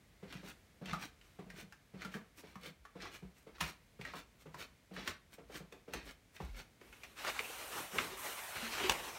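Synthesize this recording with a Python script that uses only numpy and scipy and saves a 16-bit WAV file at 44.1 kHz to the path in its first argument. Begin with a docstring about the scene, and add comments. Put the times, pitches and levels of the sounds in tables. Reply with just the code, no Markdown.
"""Soft footfalls thud down wooden stairs into a hall: each step drums a hollow tread and knocks its
board, the joints tick and creak as they slip, soles and clothes swish, and heavy steps boom in the
floor. Then a hand drags a heavy curtain aside: the cloth hisses close by, its folds snap taut and
something behind it rings dully. Under it all lies the faint rumble and hiss of a quiet house."""
import sys
import numpy as np
from scipy import signal
from scipy.fft import rfft, irfft, next_fast_len
from scipy.io import wavfile
from scipy.ndimage import uniform_filter1d, map_coordinates

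SR = 44100
rng = np.random.default_rng(int(sys.argv[2]) if len(sys.argv) > 2 else 0)


def int16_out(signal):
    """Quantize to a 16-bit WAV file."""
    q = np.round(np.clip(np.atleast_2d(signal).T, -1, 1) * 32767)
    wavfile.write(sys.argv[1], SR, q.astype(np.int16))


N = 404838

# one stair each, a lighter and a firmer foot taking turns:
# landing t/s, hollow tread/dB, board knock/dB, foot's rub/dB, wait for the other leg/s, its swish/dB
STRIDES = [(.227, -55, -54.5, -92, 0.26, -53), (.814, -50.5, -56, -49.5, .22, -49.5),
           (1.388, -53.5, -54, -83, 0.21, -53), (1.938, -53.5, -58, -55, .211, -55.5),
           (2.434, -66, -58.5, -57.5, 0.23, -51.5), (2.953, -57.5, -55, -51.5, .2, -54.5),
           (3.467, -65, -56.5, -77, 0.22, -52), (3.991, -58.5, -56.5, -54, 0.19, -53),
           (4.457, -58.5, -57, -65.5, 0.16, -49.5), (4.91, -56.5, -59, -51, 0.18, -50),
           (5.381, -67, -58, -62, .182, -50), (5.878, -68, -54, -53.5, 0.21, -53.5),
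           (6.401, -53, -53.5, -62, 0.19, -52.5)]
# wood ticking and creaking under the weight, the sharpest rows a hard heel clacking on the wood: t/s, peak/dB,
# pitch/Hz, crack re ring/dB
CREAKS = [(0.326, -38, 2600, -9), (0.858, -39.5, 2680, -11), (0.9327, -28, 1340, -12.5),
          (0.939, -32.5, 940, -25), (1.213, -51.5, 2570, -19), (1.392, -46.5, 712, -31),
          (1.502, -40.5, 2010, -8), (1.724, -43, 1460, -7), (2.019, -36, 1950, -13.5),
          (2.049, -33, 1190, -10), (2.141, -35.5, 1530, -16), (2.556, -41.5, 1120, -17),
          (2.852, -44.5, 1090, -11), (3.004, -42, 2100, -20), (3.021, -40.5, 3530, -24),
          (3.054, -41, 1210, -16), (3.583, -47, 1210, -10), (3.6061, -29.5, 3030, -6),
          (3.610, -24, 2290, 1), (4.0127, -36, 2470, -13), (4.0513, -35.5, 1620, -17),
          (4.136, -37.5, 1100, -29), (4.544, -39.5, 980, -12), (4.964, -37, 1580, -19),
          (5.076, -27.5, 1520, -2.5), (5.724, -42, 2430, -7), (5.936, -29, 1160, 4),
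          (6.365, -44, 2190, -22), (6.403, -36.5, 814, -29), (6.813, -49, 1900, -8),
          (6.927, -45.5, 1970, -10)]


def amp(db):
    """Decibels to gain."""
    return 10 ** (np.asarray(db) / 20)


def unit(x):
    """x at rms 1."""
    return x / np.sqrt(np.mean(x ** 2) + 1e-20)


def along(points, hz):
    """A curve of (f/Hz, value) points, read on a log frequency axis."""
    f, values = np.transpose(points)
    return np.interp(np.log(hz + 1), np.log(f + 1), values)


def add(track, s, x):
    """Mix x into the track from time s on."""
    start = round(s * SR)
    x, start = x[max(-start, 0):], max(start, 0)
    track[start:start + len(x)] += x[:N - start]


def wobble(rate, size=N):
    """A smooth random curve, rate knots a second."""
    knots = rng.standard_normal(int(size * rate / SR) + 4)
    return map_coordinates(knots, [np.arange(size) * rate / SR])


def filtered(x, response):
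    """x through a complex frequency response."""
    size = next_fast_len(len(x) + SR // 20)
    return irfft(rfft(x, size) * response(np.fft.rfftfreq(size, 1 / SR)), size)[:len(x)]


def coloured(x, spectrum):
    """x through an EQ curve of (f/Hz, level/dB), at rms 1."""
    return unit(filtered(x, lambda hz: amp(along(spectrum, hz))))


def resonate(x, modes):
    """x through resonances of (f/Hz, width/Hz, level/dB), alternating in polarity."""
    return filtered(x, lambda hz: sum(
        (-1) ** k * amp(db) * 1j * hz * width / (centre ** 2 - hz ** 2 + 1j * hz * width)
        for k, (centre, width, db) in enumerate(modes)))


def scattered(x, db, t60):
    """x with the early reflections of nearby surfaces."""
    t = np.arange(SR // 10) / SR
    near = rng.standard_normal(len(t)) * amp(-60 * t / t60) * (t > 1 / 1000)
    return x + amp(db) * signal.fftconvolve(x, near / np.linalg.norm(near))[:len(x)]


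def in_hall(x, wet_db):
    """x with the hall's short reverb; the treble dies first."""
    decay = [(60, 0.48), (200, 0.25), (700, 0.33), (2500, 0.31), (6000, 0.24), (14000, 0.17)]  # the hall's reverb time: f/Hz, t60/s
    hz, t, noise = signal.stft(rng.standard_normal(SR // 2), SR, nperseg=256)
    tail = signal.istft(noise * amp(-60 * t / along(decay, hz)[:, None]), SR, nperseg=256)[1]
    tail *= 1 - np.exp(-np.arange(len(tail)) / SR / 0.0045)
    return x + amp(wet_db) * signal.fftconvolve(x, tail / np.linalg.norm(tail))[:len(x)]


def house():
    """The quiet house: a low rumble under a thin hiss, both wavering slightly."""
    room_tone = [(15, -39), (25, 4.5), (69, -5), (227, -11), (305, -15.5), (703, -20), (782, -23),
                 (1300, -24), (1950, -22), (2120, -20.5), (2700, -25.5), (3530, -26.5), (5010, -29.5),
                 (6920, -31), (15500, -37.5)]  # spectrum of the still air: f/Hz, level/dB
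    air = coloured(rng.standard_normal(N), room_tone)
    air = filtered(air, lambda hz: hz ** 10 / (hz ** 10 + 38 ** 10))  # steep low cut
    return amp(-67.5 + 0.82 * wobble(2.3)) * unit(air)


def footfall(modes, soft_hz, settle_s, impact):
    """A soft foot lands, then settles on the wood; rms 1 over its first 40 ms."""
    t = np.arange(SR // 6) / SR
    push = rng.standard_normal(len(t)) * np.exp(-(t / settle_s) ** 2)
    push[0] = impact * np.linalg.norm(push)
    # a soft sole passes no sharp edges, and the stiff board hardly follows the slowest push
    push = filtered(push, lambda hz: (1j * hz / (1j * hz + 90)) ** 2 / (1 + 1j * hz / soft_hz) ** 2)
    thud = resonate(push, modes)
    return thud / np.std(thud[:SR // 25])


def footfalls():
    """Every landing and heel drums the hollow tread and knocks its board; the sole adds a dry tap."""
    heels = [(.35, -52, -70), (.43, -58.5, -57.5), (.868, -56, -74), (.924, -45.5, -64), (1.463, -59, -66),
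             (1.535, -59.5, -67), (1.622, -58, -66.5), (2.051, -52, -60), (2.148, -48, -52),
             (2.558, -56.5, -73), (2.666, -59.5, -60.5), (3.224, -54, -59.5), (3.611, -49.5, -69),
             (4.14, -60, -58), (4.542, -70, -63.5), (4.975, -57, -55.5), (5.496, -70, -57),
             (5.602, -57, -59.5), (5.722, -71, -58.7), (5.939, -59, -51), (6.812, -80, -61.5)]  # heels coming down: t/s, hollow tread/dB, board knock/dB
    tread_modes = [(169.4, 21, 8), (210.5, 39, -1), (134, 40, -21)]  # the hollow tread's resonances: f/Hz, width/Hz, level/dB
    board_modes = [(280, 36, 2), (366.6, 59, 4.5), (431, 93, 5.5), (610, 194, 1), (685, 134, 0),
                   (1320, 190, -10)]  # the board's resonances: f/Hz, width/Hz, level/dB
    tap_eq = [(200, -38), (700, 1), (1300, -2), (2300, -6), (3200, -11), (5000, -20), (12000, -31)]  # the sole meeting the wood: f/Hz, level/dB
    out, t = np.zeros(N), np.arange(SR // 8) / SR
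    tap_envelope = amp(-60 * t / 0.19) * (1 - np.exp(-t / 0.0039))
    for s, tread_db, board_db, *_ in [*STRIDES, *heels]:
        tune = np.exp(0.053 * rng.standard_normal())  # no two stairs ring quite alike
        tread, board = [np.array(modes) * [tune, 1, 1] for modes in (tread_modes, board_modes)]
        add(out, s, amp(tread_db) * footfall(tread, soft_hz=450, settle_s=0.021, impact=1.25))
        add(out, s, amp(board_db) * footfall(board, soft_hz=890, settle_s=0.034, impact=0.71))
        tap = coloured(rng.standard_normal(len(t)), tap_eq) * tap_envelope
        add(out, s, amp(board_db - 1.5) * tap)
    return in_hall(out, wet_db=-7.5)


def ringing(pitch_hz, t60, attack_s):
    """One softly struck mode."""
    t = np.arange(SR // 2) / SR
    return np.sin(2 * np.pi * pitch_hz * t) * amp(-60 * t / t60) * (1 - np.exp(-t / attack_s))


def floor_booms():
    """The floor sags and swings under the heaviest steps, and faintly under every stride."""
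    heavy_steps = [(2.792, -55, 60.5), (3.232, -49, 59), (3.618, -42, 60.6), (3.995, -50, 133),
                   (4.542, -53, 140), (5.078, -48, 89), (5.944, -44.5, 56), (6.03, -48, 46.8),
                   (6.425, -38, 64.7), (6.486, -35.5, 43)]  # steps that flex the floor: t/s, level/dB, pitch/Hz
    out = np.zeros(N)
    for s, db, pitch_hz in heavy_steps:
        add(out, s, amp(db) * ringing(pitch_hz, t60=0.21, attack_s=0.00094))
    for s, *_ in STRIDES:
        sway_db = -59 + 0.4 * s  # grows on the way down
        sway_hz = 56 * np.exp(rng.normal(0, 0.14))
        add(out, s, amp(sway_db) * ringing(sway_hz, t60=0.84, attack_s=0.048))
    return out


def click(pitch_hz, crack_db, chatter_s, q, near_db):
    """A sudden slip, peak 1: a jerk and a dying chatter ring briefly under a crack of noise."""
    crack_eq = [(300, -7.5), (800, 4.5), (3000, -2), (4400, -5.5), (5000, -6), (5500, -4), (9000, -13),
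                (10400, -11.5), (11400, -15), (15500, -16)]  # the crack of a slip, as coloured by the microphone: f/Hz, level/dB
    t = np.arange(SR // 10) / SR
    jerks = 0.21 * rng.standard_normal(len(t)) * np.exp(-t / chatter_s)
    jerks[0] = 1
    body = [(pitch_hz, pitch_hz / q, 0)]
    ring = resonate(resonate(jerks, body), body)
    crack = coloured(rng.standard_normal(len(t)), crack_eq) * np.exp(-t / (chatter_s + 0.0002))
    slip = scattered(ring / np.abs(ring).max() + amp(crack_db) * crack, near_db, t60=0.069)
    return slip / np.abs(slip).max()


def creaks():
    """The joints of the staircase slip and tick, and a heel now and then clacks hard, each at its own pitch."""
    out = np.zeros(N)
    for s, db, pitch_hz, crack_db in CREAKS:
        add(out, s, amp(db) * click(pitch_hz, crack_db, chatter_s=0.0044, q=1.52, near_db=-4.5))
    return in_hall(out, wet_db=-7.0)


def strokes():
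    """All the rubbing of the walk, as rows of peak t/s, rub/dB, hiss re rub/dB, rise/s, fall/s."""
    strays = [(.328, -54.5, -18, 0.025, 0.048), (1.25, -72, -7, .015, .1), (2.482, -64, -11.5, 0.047, .055),
              (3.372, -68.5, -4, 0.011, 0.026), (3.557, -61, -18, 0.0083, 0.015),
              (3.625, -46.5, -9.5, 0.0057, 0.036), (4.945, -58, -9, 0.0067, 0.011),
              (5.08, -48.5, -11, 0.0083, 0.016), (6.425, -61, -10, 0.019, 0.064)]  # odd scuffs: peak t/s, rub/dB, hiss re rub/dB, rise/s, fall/s
    # the lighter foot's trouser leg brushes by before it lands; the firmer foot's sole slides after
    brushes = [(s - 0.038, db, -4, 0.016, 0.011) for s, _, _, db, _, _ in STRIDES[::2]]
    scuffs = [(s + 0.088, db, -21, 0.028, 0.041) for s, _, _, db, _, _ in STRIDES[1::2]]
    passing_legs = [(s + wait, db, -10, 0.026, 0.022) for s, _, _, _, wait, db in STRIDES]
    grinding_joints = [(s, db - 25.5, -12, 0.0065, 0.017) for s, db, _, _ in CREAKS]
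    return brushes + scuffs + passing_legs + grinding_joints + list(strays)


def swishes():
    """Soles slide and trouser legs brush: each stroke of gritty noise swells and fades."""
    rub_eq = [(100, -3), (300, 2), (700, -6), (1000, -5.5), (1350, -2), (1850, -2), (2300, -1),
              (3200, -6.5), (4400, -6.5), (5000, -14), (5500, -10.5), (8000, -27.5), (15000, -56)]  # the body of a sliding sole: f/Hz, level/dB
    hiss_eq = [(2000, -37), (4000, -16), (5600, 1.5), (7000, -0.5), (9300, -0.5), (10400, -8.5),
               (11400, -2.5), (15500, -5.5)]  # cloth hiss, as coloured by the microphone: f/Hz, level/dB
    out, lead_s = np.zeros(N), 0.3
    t = np.arange(SR * 2 // 3) / SR - lead_s
    for s, rub_db, hiss_db, rise, fall in strokes():
        swell = 1 / np.cosh(np.clip(t / np.where(t < 0, rise, fall), -20, 20)) ** 1.31
        grit = unit(amp(2.8 * wobble(420, size=len(t))))  # the sole catches and lets go
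        rub = amp(rub_db) * grit * coloured(rng.standard_normal(len(t)), rub_eq)
        cloth_grip = amp(3.3 * wobble(300, size=len(t)))
        hiss = amp(rub_db + hiss_db) * cloth_grip * coloured(rng.standard_normal(len(t)), hiss_eq)
        add(out, s - lead_s, scattered(swell * (rub + hiss), db=-4.5, t60=0.055))
    return in_hall(out, wet_db=-13.0)


def pull_levels():
    """Rub, hiss and flap envelopes in dB: each pull starts, holds and dies away, and tugs swell it."""
    # the hand's pulls on the curtain: start/s, end/s, rise/s, rub/dB, hiss/dB, flap/dB
    pulls = [(6.79, 7.13, 0.064, -65.5, -69, -69.5), (7.15, 7.306, 0.084, -45.5, -52.5, -61),
             (7.37, 7.818, 0.032, -51, -52, -66.5), (7.907, 8.05, 0.013, -46.5, -52, -55.5),
             (8.166, 8.263, .008, -51, -48.5, -80), (8.25, 8.51, 0.044, -49.5, -51, -80),
             (8.53, 9.06, 0.039, -44.5, -52, -57)]
    tugs = [(7.195, 2, .015), (7.285, 4.5, 0.036), (7.795, 8, 0.053), (7.96, 4, 0.016), (8.02, 3, 0.045),
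            (8.255, 2, .03), (8.565, 3.5, 0.011), (8.865, 4, 0.072)]  # the cloth tightening in a pull: peak t/s, extra rub/dB, half width/s
    release_s, tug_shares = 0.15, [1, 0.55, 2.06]  # shares for rub, hiss, flap
    t = np.arange(N) / SR
    power = np.full((3, N), 1e-12)
    for start, end, rise, *levels_db in pulls:
        attack = 1 - np.exp(-np.maximum(t - start, 0) / rise)
        release = np.exp(-np.maximum(t - end, 0) / release_s)
        power += np.outer(amp(levels_db), attack * release) ** 2
    tug_db = sum(db * np.exp(-((t - s) / width) ** 2) for s, db, width in tugs)
    return 10 * np.log10(power) + np.outer(tug_shares, tug_db)


def friction(spectrum, catches_per_s, grain_db):
    """Rubbing fibres: smooth noise plus a grain of tiny catches."""
    grains = np.sign(rng.standard_normal(N)) * (rng.random(N) < catches_per_s / SR)
    return coloured(rng.standard_normal(N) + amp(grain_db) * unit(grains), spectrum)


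def shifting_folds(x, hump_db, octaves, patchy_db):
    """The colour of moving cloth: a broad hump that follows the fold, and passing patches."""
    fold_pitch = [(7.2, 2200), (7.35, 1280), (7.5, 620), (7.8, 1110), (8.0, 1290), (8.26, 950), (8.5, 1140),
                  (8.6, 2500), (8.8, 1920), (9.1, 740)]  # the size of the rubbed fold sets its pitch: t/s, f/Hz
    hz, t, bands = signal.stft(x, SR, nperseg=512)
    centre_hz = np.interp(t, *np.transpose(fold_pitch))
    hump = np.exp(-(np.log2((hz[:, None] + 1) / centre_hz) / octaves) ** 2)
    patches = uniform_filter1d(rng.standard_normal(bands.shape), size=4, axis=0)
    patches = unit(uniform_filter1d(patches, size=12, axis=1))
    bands = bands * amp(hump_db * hump + patchy_db * patches)
    return unit(signal.istft(bands, SR, nperseg=512)[1][:N])


def curtain_cloth():
    """Heavy cloth slides through the hand, close and dry: it rubs, hisses and flaps."""
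    rub_eq = [(200, -18), (450, -6.5), (750, -1.5), (1250, -4), (1800, -5), (2500, -3), (3300, -7),
              (4300, -8), (5000, -12), (5500, -10), (8000, -17.5), (15000, -55)]  # folds rubbing: f/Hz, level/dB
    hiss_eq = [(400, -50), (1000, 4), (4000, -6), (5000, -16.5), (5700, -5.5), (7500, -4.5), (9300, 0),
               (10400, -6.5), (11400, -1.5), (15500, -7)]  # cloth hiss, as coloured by the microphone: f/Hz, level/dB
    flap_eq = [(25, -35), (45, 0.5), (100, -8.5), (200, -5.5), (380, -1.5), (520, -4.5), (900, -24),
               (3000, -70)]  # the low flapping of the curtain: f/Hz, level/dB
    rub_db, hiss_db, flap_db = pull_levels()
    grip = wobble(45)  # the cloth sticks and gives
    folds = friction(rub_eq, catches_per_s=1500, grain_db=-13.0)
    rub = amp(rub_db + 2.3 * grip) * shifting_folds(folds, hump_db=3, octaves=0.93, patchy_db=2.5)
    hiss = amp(hiss_db + 0.5 * grip) * friction(hiss_eq, catches_per_s=5000, grain_db=-2.5)
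    flap = amp(flap_db + 0.6 * wobble(25)) * coloured(rng.standard_normal(N), flap_eq)
    return rub + hiss + flap


def curtain_knocks():
    """Folds snap taut, and something behind the curtain rings dully."""
    snaps = [(7.034, -39, 2330, -11, 0.016), (7.249, -24, 1530, -10, 0.00072),
             (7.269, -32.5, 1970, -20, .003), (7.392, -24, 2160, -27, 0.002),
             (7.9845, -20, 2340, -21, 0.0034), (7.988, -24, 1330, -21, 0.0051),
             (8.8961, -12.5, 2670, -6.5, 0.0025), (8.92, -23.5, 1870, -1, 0.0033)]  # snapping folds: t/s, peak/dB, pitch/Hz, crack re ring/dB, chatter/s
    bumps = [(7.402, -34, 456, 0.044), (7.498, -36, 467, 0.04), (7.931, -40, 190, 0.066),
             (7.99, -38, 256, 0.077), (8.115, -45.5, 384, 0.21), (8.624, -42, 228, 0.4),
             (8.805, -40.5, 401, 0.17), (8.842, -27, 374, 0.082), (8.901, -46, 149, 0.14)]  # dull rings: t/s, level/dB, pitch/Hz, t60/s
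    out = np.zeros(N)
    for s, db, pitch_hz, crack_db, chatter_s in snaps:
        add(out, s, amp(db) * click(pitch_hz, crack_db, chatter_s, q=1.68, near_db=-6))
    for s, db, pitch_hz, t60 in bumps:
        add(out, s, amp(db) * ringing(pitch_hz, t60, attack_s=0.0029))
    return in_hall(out, wet_db=-14.0)


def scene():
    """The walk, the curtain and the room tone, in mono on both channels."""
    walk = footfalls() + creaks() + swishes() + floor_booms()
    mono = walk + curtain_cloth() + curtain_knocks() + house()
    return np.array([mono, mono])


def record(dry):
    """The microphone sheds the deepest bass and the very top of the treble."""
    low_hz, top_hz = 39, 15800
    bass_cut = signal.sosfilt(signal.butter(10, low_hz, "high", fs=SR, output="sos"), dry)
    return np.array([filtered(channel, lambda hz: hz < top_hz) for channel in bass_cut])


dry = scene()
out = record(dry)
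int16_out(out)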